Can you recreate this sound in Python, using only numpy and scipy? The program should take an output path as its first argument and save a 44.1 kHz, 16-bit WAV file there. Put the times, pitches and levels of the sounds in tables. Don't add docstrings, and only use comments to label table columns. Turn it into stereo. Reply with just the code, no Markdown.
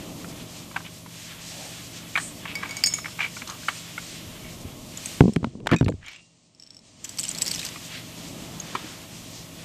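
import sys
import numpy as np
from scipy import signal
from scipy.fft import rfft, irfft, next_fast_len
from scipy.io import wavfile
from scipy.ndimage import uniform_filter1d

SR = 44100
rng = np.random.default_rng(int(sys.argv[2]) if len(sys.argv) > 2 else 0)


def amplitude_ratio(level_db):
    exponent = np.asarray(level_db, float) / 20
    return 10 ** exponent


def transcribe(u):
    v = np.clip(np.atleast_2d(u).T, -1, 1)
    q = np.round(v * 32767).astype(np.int16)
    wavfile.write(sys.argv[1], SR, q)


N = 425124
T = np.arange(int(0.3 * SR)) / SR

# t/s, gain/dB
GAIN = [
    (5.2, 2),
    (5.23, -4),
    (5.6, -15.5),
    (6.0, -13),
    (6.5, -18),
    (6.95, -10.5),
    (7.1, -2),
    (7.5, 1),
    (7.9, 2),
]


def level(x, db):
    return x * amplitude_ratio(db) / np.sqrt(np.mean(x ** 2))


def along(table):
    s, *columns = np.transpose(table)
    return [np.interp(np.arange(N) / SR, s, c) for c in columns]


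def walk(rate):
    k = int(SR / rate)
    held = rng.standard_normal(1000)[np.arange(N) // k]
    return 2.75 * uniform_filter1d(uniform_filter1d(held, k), k)


def panned(pan_db):
    return amplitude_ratio(np.array([[pan_db], [-pan_db]]) / 2)


def band(x, hz, width_hz):
    edges = np.clip([hz - width_hz / 2, hz + width_hz / 2], 15, 18000)
    return signal.sosfilt(signal.butter(2, edges, "bandpass", fs=SR, output="sos"), x)


def coloured(points, alike):
    top_hz = 14550
    hz, db = np.transpose(points)
    f = np.maximum(np.fft.rfftfreq(N, 1 / SR), 1)
    shape = amplitude_ratio(np.interp(np.log(f), np.log(hz), db, left=-90, right=-90)) * (f < top_hz)
    mid, side = irfft(rfft(rng.standard_normal((2, N))) * shape, N)
    sides = side * np.array([[1], [-1]])
    return level(np.sqrt(1 + alike) * mid + np.sqrt(1 - alike) * sides, 0)


def ring(hz, db, t60):
    t60 = max(t60, 0.003)
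    t = T[:int(1.5 * t60 * SR)]
    tone = amplitude_ratio(db) * np.sin(2 * np.pi * hz * t) * np.exp(-np.log(1000) * t / t60)
    return np.pad(tone, (0, len(T) - len(t)))


def add(out, s, sound, db, pan_db, lag_s):
    sound = np.ones((2, 1)) * sound * amplitude_ratio(db) / np.max(np.abs(sound))
    for ear, sign in enumerate((1, -1)):
        i = int((s + lag_s * (1 - ear)) * SR)
        out[ear, i:i + len(T)] += (sound[ear] * amplitude_ratio(sign * pan_db / 2))[:N - i]


def chatter(sound, length_s):
    noise = rng.standard_normal(len(T))
    blows = noise * (np.abs(noise) > 2.4) * np.exp(-T / length_s) / 4
    blows[0] = 1
    return signal.fftconvolve(sound, blows[:int(6 * length_s * SR) + 1])[:len(T)]


def clicks(table, t60, up_lift_db, crowd_db, crack_db, crack_hz, crack_s, chatter_s, lag_s, trim_db, rise_s):
    out = np.zeros((2, N))
    for s, db, low_hz, up_hz, up_db, pan_db in table:
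        up_db = up_db + up_lift_db
        up_hz = up_hz * (1 + 0.027 * rng.standard_normal())
        sound = ring(low_hz, 0, t60) + ring(up_hz, up_db, 0.79 * t60)
        for k in range(8):
            near_hz = (low_hz, up_hz)[k % 2] * np.exp(0.23 * rng.standard_normal())
            near_db = crowd_db + up_db * (k % 2) + 3 * rng.standard_normal()
            sound = sound + ring(min(near_hz, 16000), near_db, 0.49 * t60)
        grit = band(rng.standard_normal(len(T)), crack_hz, 1.4 * crack_hz)
        sound = sound + amplitude_ratio(crack_db) * grit * np.exp(-T / crack_s)
        sound = chatter(sound, chatter_s) * (1 - np.exp(-(T / rise_s) ** 2))
        add(out, s - rise_s / 2, sound, db + trim_db, pan_db, lag_s)
    return out


def taps(table, modes, crack_db, crack_hz, vary_db, trim_db, pan_db):
    out = np.zeros((2, N))
    for s, db in table:
        sound = sum(ring(hz, mode_db + vary_db * rng.standard_normal(), t60) for hz, mode_db, t60 in modes)
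        grit = band(band(rng.standard_normal(len(T)), crack_hz, 5000), crack_hz, 5000)
        sound = sound + amplitude_ratio(crack_db) * grit * np.exp(-T / 0.0013)
        add(out, s, sound, db + trim_db, pan_db, 0.0004)
    return out


def rubs(table, pan_db):
    out, t = np.zeros((2, N)), np.arange(N) / SR
    noise = rng.standard_normal((2, N))
    for s, length_s, hz, width_hz, db in table:
        i = np.abs(t - s) < length_s
        swell = np.exp(-(2 * (t[i] - s) / length_s) ** 2)
        friction = band(band(noise[:, i], hz, 1.4 * width_hz), hz, 1.4 * width_hz)
        out[:, i] += level(friction, db) * swell
    return out * panned(pan_db)


def thumps(table, panel_t60, case_db, rebound_db, side_t60):
    out = np.zeros((2, N))
    for s, db, hz, pan_db in table:
        push = np.exp(-((T * hz - 0.2) / 0.071) ** 2)
        panel = ring(hz, 0, panel_t60) + ring(267, -1.5, 0.034)
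        case = ring(387, -0.5, 0.019) + ring(490, -6.5, 0.015) + ring(700, -5, 0.015) + ring(1000, -5.5, 0.02)
        body = -signal.fftconvolve(panel + amplitude_ratio(case_db) * case, push / push.sum())[:len(T)]
        rebound = amplitude_ratio(rebound_db) * np.exp(-((T * hz - 0.62) / 0.14) ** 2)
        add(out, s - 0.001, body + rebound, db, pan_db, 0.0003)
        add(out, s, ring(1.2 * hz, 0, side_t60) * np.array([[1], [-1]]), db - 8.5, 0, 0)
    return signal.sosfilt(signal.butter(2, 75, "highpass", fs=SR, output="sos"), out)


def hum():
    # f/Hz, level/dB
    line_table = [(96.9, -59), (118.4, -54), (166.9, -52), (629.8, -64.5), (1080, -68)]
    # f/Hz, density/dB per Hz
    rumble_colour = [(12, -51), (20, -17), (70, -6), (108, -7), (140, -3.5), (168, -1), (291, -2.5),
                     (420, -12), (552, -11.5), (640, -9.5), (727, -15), (1310, -21.5), (1600, -51.5),
                     (2080, -132), (3520, -120)]
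    rumble_db = -47
    t = np.arange(N) / SR
    lines = 0
    for hz, db in line_table:
        wobble = np.sin(2 * np.pi * (hz * t + 0.13 * walk(3)))
        lines = lines + amplitude_ratio(db + 2.0 + 0.42 * walk(4.8)) * wobble
    rumble = coloured(rumble_colour, 0.77) * amplitude_ratio(rumble_db - 1.0 + 1.07 * walk(3.018))
    return (lines + rumble) * amplitude_ratio(np.array([[-0.7], [0.7]]) + along(GAIN)[0])


def rustle():
    # t/s, rustle level/dB
    motion = [(0, -48.5), (.3, -47.5), (.96, -53), (1.2, -48), (2.1, -47), (2.45, -48.5), (3.4, -46.5),
              (3.78, -47), (4.2, -47), (4.67, -51), (5.1, -48), (7.1, -48.5), (7.22, -43), (7.6, -43),
              (8.1, -48), (8.78, -49.5), (9.05, -50), (9.64, -50)]
    # f/Hz, density/dB per Hz
    soft_colour = [(410, -5), (700, -4), (1180, -0.5), (1330, -1), (1700, 0), (3480, 5), (5500, -19.5),
                   (7150, -40.5), (12100, -120)]
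    crisp_colour = [(1760, -9), (3000, -3), (3490, -7), (4010, -1), (7420, -1.5), (9000, -6.5),
                    (11700, -90), (19800, -120)]
    air_colour = [(5290, -5), (9000, -2.5), (10200, -0.5), (14300, -0.5)]
    soft_sink, air_sink = 0.3, 2.2
    gain_db = along(GAIN)[0]
    lowered_db = np.minimum(gain_db, 0)
    busy_db = along(motion)[0] + gain_db
    pan_db = -9.5 * np.array([[0.5], [-0.5]])

    soft_db = busy_db - 0.43 + soft_sink * lowered_db + walk(21) + 0.5 * walk(3.4)
    soft = coloured(soft_colour, 0.014) * amplitude_ratio(soft_db + np.array([[1.1], [-1.1]]))
    crisp = coloured(crisp_colour, 0.046) * amplitude_ratio(busy_db + 0.27 + walk(25) + pan_db)
    air_db = 0.6 * busy_db - 22.5 + air_sink * lowered_db + 0.27 * walk(35)
    air = coloured(air_colour, 0.03) * amplitude_ratio(air_db + 0.16 * pan_db)
    return soft + crisp + air


def cloth_rubs():
    strokes = [(1.31, 0.1, 2900, 2500, -43), (1.62, 0.21, 684, 266, -44.5), (1.62, 0.36, 5900, 6750, -39.5),
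               (2.242, 0.12, 8250, 2040, -34.5), (2.66, 0.38, 2310, 2470, -41),
               (3.764, 0.1, 6900, 4500, -43), (4.17, 0.17, 3370, 2480, -44.5),
               (5.095, 0.19, 7000, 7740, -37), (6.12, 0.11, 5460, 3000, -52), (6.74, 0.12, 6000, 5000, -68),
               (7.955, 0.1, 3120, 2390, -36.5), (8.78, 0.48, 3670, 5360, -40.5),
               (9.384, 0.13, 5570, 2500, -44)]
    return rubs(strokes, pan_db=-6)


def grips():
    holds = [
        (4.6, 0.96, 40, 43, -52),
        (5.41, 0.17, 220, 248, -40),
        (5.46, 0.043, 497, 503, -43),
        (5.65, 0.21, 200, 286, -37),
        (5.897, 0.014, 510, 217, -21.5),
        (6.01, 0.12, 69, 89, -46),
    ]
    return rubs(holds, pan_db=6)


def cracks():
    # t/s, peak/dB, treble/dB re peak, left minus right/dB, body f/Hz
    contacts = [(5.207, -2, -4, -17, 1200), (5.28, -36, -25, -14, 1500), (5.361, -16, 4, 13.5, 1720),
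                (5.429, -27.5, -17, 9, 900), (5.4435, -12.5, -24, 13.5, 770), (5.602, -37.5, 6, 9, 900),
                (5.66, -28, -13, 16, 890), (5.6696, -8, 0.5, 12.5, 1260), (5.6727, -13.5, 7.5, 8.5, 1950),
                (5.691, -22, -13, 13.5, 1290), (5.714, -14, 1, 13, 1190), (5.7225, -22.5, 4, 13, 1200),
                (5.7337, -14.5, -5, 16, 1480), (5.74, -23, -12, 16, 1500), (5.7438, -18, -7, 17, 1080),
                (5.81, -21, -5, 15.5, 910), (5.827, -29, -18, 16, 700), (5.861, -29, -2, 14, 1600),
                (5.882, -17.5, -3, 13, 1230), (5.8874, -20, -7, 11, 700), (5.922, -35, -10, 13, 1090)]
    out = np.zeros((2, N))
    for s, db, top_db, pan_db, hz in contacts:
        dull, bright = rng.standard_normal((2, len(T)))
        body = band(dull * np.exp(-(T / 0.0028) ** 2), hz, 1.03 * hz)
        edge = amplitude_ratio(top_db - 14.5) * band(bright * np.exp(-(T / 0.002) ** 2), 3800, 2600)
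        spark = amplitude_ratio(top_db - 20) * band(bright * np.exp(-(T / 0.0018) ** 2), 8000, 3500)
        add(out, s, body + edge + spark, db, pan_db, 0.0003)
    return out


def landing():
    # t/s, peak/dB, f/Hz, left minus right/dB
    slam = [
        (5.2075, 12.5, 167, -0.5),
    ]
    # t/s, peak/dB, f/Hz, left minus right/dB
    floor_thumps = [(4.267, -34, 101, 17), (4.431, -44, 175, 33), (4.651, -27, 101, 18), (5.222, -4, 172, 3.5),
                    (5.239, -5, 183, 4.5), (5.256, -5.5, 201, 1.5), (5.28, -6, 229, 2.5),
                    (5.293, -13, 207, -2.5), (5.324, -27, 210, 0), (5.3605, -14.5, 153, -1),
                    (5.3655, -5.5, 168, -2), (5.429, -20.5, 121, -19), (5.444, -18, 234, 21),
                    (5.47, -21.5, 133, 9), (5.553, -33.5, 222, 29), (5.61, -37, 198, 18),
                    (5.717, -19, 128, 34.5), (5.726, -10.5, 295, 20), (5.732, -11.5, 320, 23.5),
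                    (5.74, -9, 170, 18.5), (5.758, -21.5, 232, 19), (5.811, -12, 157, 28), (5.826, -18, 129, 32),
                    (5.844, -15.5, 100, 8), (5.864, -10.5, 103.6, 13), (5.882, -19, 198, 11),
                    (5.888, -17, 302, 13), (5.898, -21, 150, 12), (5.917, -24.5, 152, 17),
                    (5.939, -21.5, 98, 12), (8.751, -24, 377, 2), (8.844, -28.5, 310, 4)]
    out = thumps(slam, panel_t60=0.035, case_db=3.5, rebound_db=-8.5, side_t60=0.032)
    return out + thumps(floor_thumps, panel_t60=0.088, case_db=-1.5, rebound_db=-2.0, side_t60=0.1)


def case_ticks():
    # t/s, peak/dB
    touches = [
        (5.7631, -13),
        (5.7847, -20.5),
        (5.789, -24.5),
        (5.798, -30),
        (5.8025, -29),
    ]
    # f/Hz, level/dB, t60/s
    modes = [(2495, -3.5, 0.057), (3750, -3, 0.037), (4640, -23, 0.031), (5760, -6.5, 0.029),
             (6350, -13, 0.028), (6971, -23, 0.023), (7547, -7, 0.026), (9700, -11.5, 0.011)]
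    return taps(touches, modes, crack_db=3, crack_hz=6000, vary_db=2.5, trim_db=-4, pan_db=9)


def bead():
    # t/s, peak/dB
    touches = [(6.5485, -46.5), (6.5984, -40), (6.6238, -38), (6.6357, -42), (6.665, -44), (6.6735, -41.5),
               (6.7057, -36), (6.7463, -41.5), (6.7674, -39.5), (6.7323, -55), (6.779, -51), (6.7914, -44),
               (6.8536, -55)]
    # f/Hz, level/dB, t60/s
    modes = [(5430, 0, .022), (5480, -25, .35), (7800, -14, .05), (10150, -28, .03), (12800, -32, .04)]
    return taps(touches, modes, crack_db=3, crack_hz=5000, vary_db=1, trim_db=2.5, pan_db=-17)


def released_plate():
    # t/s, peak/dB
    touches = [
        (6.13, -52),
        (6.162, -50),
    ]
    # f/Hz, level/dB, t60/s
    modes = [(2774, -2, .45), (7610, -3, .25)]
    return taps(touches, modes, crack_db=-3, crack_hz=5000, vary_db=5.0, trim_db=-0.5, pan_db=-7)


def ticks():
    # t/s, peak/dB, main f/Hz, upper f/Hz, upper level/dB re main
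    touches = [(3.475, -18, 4200, 6200, -8), (3.498, -16.5, 4200, 6140, -5),
               (4.9727, -15.5, 3950, 7100, 26), (5.0584, -8.5, 2860, 8000, 5),
               (5.335, -21.5, 3440, 7530, 1), (5.8452, -24, 4360, 7700, -15), (5.899, -32, 4340, 7800, -2),
               (6.043, -39, 3010, 5330, -11), (6.062, -30, 3240, 7450, -9),
               (6.0823, -25.5, 2350, 7340, -20), (6.116, -38, 5500, 10000, -14),
               (6.13, -33.5, 5550, 8000, -13), (6.1615, -33, 2790, 7610, -8.5),
               (8.5997, -15.5, 4190, 6520, 8)]
    rows = [(*row, -10) for row in touches]
    return clicks(rows, t60=0.028, up_lift_db=8.5, crowd_db=-5.5, crack_db=3, crack_hz=5500, crack_s=0.0012,
                  chatter_s=0.0042, lag_s=0.0003, trim_db=-4.0, rise_s=0.0003)


def scrapes():
    drags = [(2.623, 0.041, -29, 1640, 6), (3.183, 0.1, -26, 2280, 8), (2.17, .04, -27, 1800, 3),
             (3.47, 0.087, -35, 1180, 5), (5.69, 0.03, -32, 1500, 14), (5.712, 0.042, -26, 1750, 13),
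             (2.471, 0.061, -34.5, 2560, 15), (4.41, 0.14, -47, 2240, 17.5), (6.012, 0.049, -44, 1900, -6),
             (6.04, 0.095, -38, 2300, -6), (6.1, 0.11, -43, 2640, -11), (.842, 0.047, -42, 2430, 12)]
    out = np.zeros((2, N))
    slips = (rng.random(N) < 2200 / SR) * rng.standard_normal(N) + 0.031 * rng.standard_normal(N)
    for s, length_s, db, hz, pan_db in drags:
        i = np.arange(int(s * SR), int((s + length_s) * SR))
        body = ring(hz, 0, 0.011) + ring(1.25 * hz, -1.2, 0.0048)
        body = body + ring(2320, -18, 0.03) + ring(2800, -24, 0.08) + ring(2960, -11.5, 0.0084)
        swell_db = np.interp(np.linspace(0, 1, len(i)), [0, 0.34, 1], [-12, 0, -13])
        sound = signal.fftconvolve(slips[i] * amplitude_ratio(swell_db), body)
        sound = sound * amplitude_ratio(db + 8.5) / np.max(np.abs(sound))
        out[:, i[0]:i[0] + len(sound)] += sound * panned(pan_db)
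    return out


def crackle():
    busy = np.interp(np.arange(N) / SR, [7.03, 7.05, 7.2, 7.5, 7.75], [0.0, 0.7, 0.0, 0.84, 0.0])
    tap_db = np.minimum(3.5 * rng.exponential(size=N), 7)
    contacts = (rng.random(N) < 450 / SR) * amplitude_ratio(tap_db) * busy
    grain = rng.standard_normal(len(T)) * np.exp(-T / 0.00069)
    grain = grain + ring(7800, -2, 0.012) + ring(6150, -3, 0.008) + ring(1750, -12, 0.02)
    return signal.fftconvolve(contacts, grain)[:N] * amplitude_ratio(np.array([[-54], [-40]]))


def loose_bits():
    # t/s, peak/dB, main f/Hz, upper level/dB re main
    rattle = [(7.043, -22, 6870.0, -13), (7.046, -20, 6140, -9.4), (7.0504, -19, 6100, -13),
              (7.0926, -19, 6000, -2.1), (7.1736, -21, 6140.0, -13), (7.1857, -16, 5470.0, -7),
              (7.1899, -12.9, 6090.0, 3.2), (7.1951, -10.6, 7200, 13), (7.2005, -14, 7200, 9),
              (7.2106, -17, 7060.0, 3), (7.232, -17, 3360.0, 2.4), (7.2383, -13, 5500, 4),
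              (7.2464, -21.2, 3700, 1), (7.2516, -17, 3140.0, 8), (7.2823, -16, 5860, -2.6),
              (7.2907, -11, 6850.0, 20), (7.3037, -24, 3250, 3), (7.3131, -14, 7000, -7),
              (7.349, -18.9, 4220, -11), (7.3586, -24.5, 2560, -5), (7.3772, -19, 5450.0, -0.9),
              (7.3844, -15, 5550, -0.9), (7.4132, -19, 4220.0, -7), (7.4164, -16, 3840, -4.7),
              (7.4198, -4.5, 5800, 4.0), (7.4254, -9.5, 7080.0, 16), (7.4441, -24, 7040, 1.5),
              (7.4539, -22, 4370.0, -6.7), (7.4623, -12, 5430, -13.0), (7.4666, -13.5, 4800.0, -14),
              (7.4718, -15, 4670, -4), (7.4796, -9.5, 5430.0, -9.7), (7.4871, -19, 4830, -27),
              (7.493, -26, 4760.0, -4), (7.511, -17, 5470.0, -5.5), (7.5141, -8, 4400, 2.5),
              (7.5343, -23.5, 3290.0, -6.3), (7.539, -19.2, 3500, -1.3), (7.5426, -21, 6290.0, -6.8),
              (7.548, -12.5, 6140, -5), (7.559, -18, 5170.0, -2), (7.5807, -22, 3530.0, -6.8),
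              (7.593, -14.5, 3750, -8), (7.5957, -18, 3640, -2), (7.6001, -19.5, 4170, -8),
              (7.6156, -21, 3840, -2), (7.6298, -23, 2560.0, -2), (7.65, -15.5, 6120.0, -2),
              (7.6646, -19, 4640, -5.9), (7.6882, -22, 6220.0, -17)]
    up_hz, pan_db = 7810, -14
    rows = [(s, db, hz, up_hz, up_db, pan_db) for s, db, hz, up_db in rattle]
    return clicks(rows, t60=0.013, up_lift_db=0.0, crowd_db=-13, crack_db=5, crack_hz=7000, crack_s=0.0006,
                  chatter_s=0.0035, lag_s=0.0004, trim_db=-2.5, rise_s=0.0002)


def chimes():
    # t/s, peak/dB, low note/dB re peak, top notes/dB re peak, left minus right/dB
    strikes = [
        (2.554, -23, -17.5, -27, -15.5),
        (2.6924, -33.5, -6, 1, -10.5),
        (2.7093, -21.5, -12, -11, -4.5),
        (2.7681, -20.5, -16, -9.5, 9.5),
        (2.8378, -6.5, -43, -25, -1),
        (2.8606, -10, -22.5, 18, -6),
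        (2.8704, -12.5, -22, -5.5, -13),
        (2.9385, -11.5, -14, 6, -6),
        (2.9445, -27, -15, 8, -7),
        (2.983, -26, -15, 5.5, -8),
    ]
    # f/Hz, level/dB, t60/s
    modes = [(2250, -2.5, 0.11), (4715, 4.5, 0.029), (5280, -7, 0.17), (6700, -15.5, 0.077),
             (6740, -9.5, 0.03), (8250, -17.5, 0.045), (9520, -16, 0.035), (13700, -21, .025)]
    out = np.zeros((2, N))
    for s, db, low_db, top_db, pan_db in strikes:
        noise = rng.standard_normal((len(modes), len(T)))
        sound = amplitude_ratio(8) * band(noise[0], 6000, 10000) * np.exp(-T / 0.0035)
        for (hz, mode_db, t60), n in zip(modes, noise):
            mode_db = mode_db + 2.5 * rng.standard_normal()
            if hz < 3000:
                mode_db += low_db + 24.0
            elif hz > 6000:
                mode_db += top_db + 26.5
            steady, depth, smooth = (0.65, 0.25, 500) if hz < 6000 else (0.15, 0.55, 70)
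            flutter = steady + depth * level(uniform_filter1d(n, smooth), 0)
            hz = hz * (1 + 0.00346 * rng.standard_normal())
            sound += ring(hz, mode_db, t60) + ring(hz, mode_db - 9.0, 5 * t60) * flutter
        add(out, s, sound, db + 4.5, pan_db, 0.0004)
    return out


def plates():
    # t/s, peak/dB, main f/Hz, upper level/dB re main
    front = [(0.244, -32, 1380, -45), (0.712, -34, 1200, -29), (0.743, -37, 1080, -36),
             (0.763, -20.5, 1110, -12.5), (0.804, -34.5, 1160, -32), (1.061, -36, 1090, -24),
             (2.155, -10.5, 1390, 2), (2.174, -13, 1530, -20), (2.454, -23.5, 1160, -6),
             (2.63, -19, 1180, -9), (2.657, -25, 1180, -7.5), (2.984, -27.5, 1320, -12),
             (3.043, -25, 1140, 1), (3.081, -31.5, 1190, -48), (3.19, -17.5, 1840, -6),
             (3.367, -28.5, 1490, -10), (3.632, -36, 1550, -28), (3.683, -13, 1620, -13),
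             (3.978, -22.5, 1660, -5), (7.758, -25, 1220, -6), (8.751, -15.5, 1040, -29),
             (0.7615, -17, 1600, -14), (0.775, -32, 1090, -30), (3.684, -17, 1406, -20),
             (3.979, -23.5, 1450, -28)]
    # t/s, peak/dB, main f/Hz, upper level/dB re main
    left = [
        (0.849, -42.5, 1070, 3),
        (0.864, -40, 1170, 8),
        (3.057, -27.5, 1150, 26),
        (3.205, -22.5, 1200, 23),
        (3.2262, -29, 1300, 18),
        (3.246, -27.5, 1800, 22),
        (3.2625, -33, 3000, 4.5),
        (3.418, -31.5, 1690, -8),
    ]
    rows = [(s, db, hz, 2222, up_db, 2) for s, db, hz, up_db in front]
    rows += [(s, db, hz, 2310, up_db, 23.5) for s, db, hz, up_db in left]
    return clicks(rows, t60=0.017, up_lift_db=13.0, crowd_db=-12.5, crack_db=0.0, crack_hz=2270, crack_s=0.0064,
                  chatter_s=0.0045, lag_s=0.0001, trim_db=4.0, rise_s=0.002)


def room(x):
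    t60_s, wet_db = 0.25, -18
    t = np.arange(int(0.4 * SR)) / SR
    tail = rng.standard_normal((2, len(t))) * 1000.0 ** (-t / t60_s) * (t > 0.004)
    tail = signal.lfilter([1], [1, -0.3], tail)
    tail = tail / np.sqrt(np.sum(tail ** 2, axis=1, keepdims=True))
    return amplitude_ratio(wet_db) * signal.fftconvolve(x.mean(axis=0, keepdims=True), tail, axes=1)[:, :N]


def ports(x):
    # f/Hz, level/dB
    response = [(8700, 0), (9800, -9), (11000, -5.5), (13000, -1), (14400, -3), (14900, -16), (16000, -26)]
    hz, db = np.transpose(response)
    size = next_fast_len(N)
    gain = amplitude_ratio(np.interp(np.fft.rfftfreq(size, 1 / SR), hz, db))
    return irfft(rfft(x, size) * gain, size)[:, :N]


def scene():
    hits = plates() + chimes() + loose_bits() + ticks() + crackle()
    hits = hits + bead() + case_ticks() + released_plate() + band(scrapes(), 3600, 6000)
    hits = signal.sosfilt(signal.butter(3, 750, "highpass", fs=SR, output="sos"), hits)
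    near = ports(hits + room(hits) + cracks() + cloth_rubs())
    return near + landing() + rustle() + grips() + hum()


def top_cut(x):
    return signal.sosfilt(signal.butter(12, 15870, fs=SR, output="sos"), x)


def record(dry):
    dulled = signal.sosfilt(signal.butter(8, 15900, fs=SR, output="sos"), dry)
    mix = np.clip(dulled, -0.93, 0.93)
    return top_cut(mix)


dry = scene()
out = record(dry)
transcribe(out)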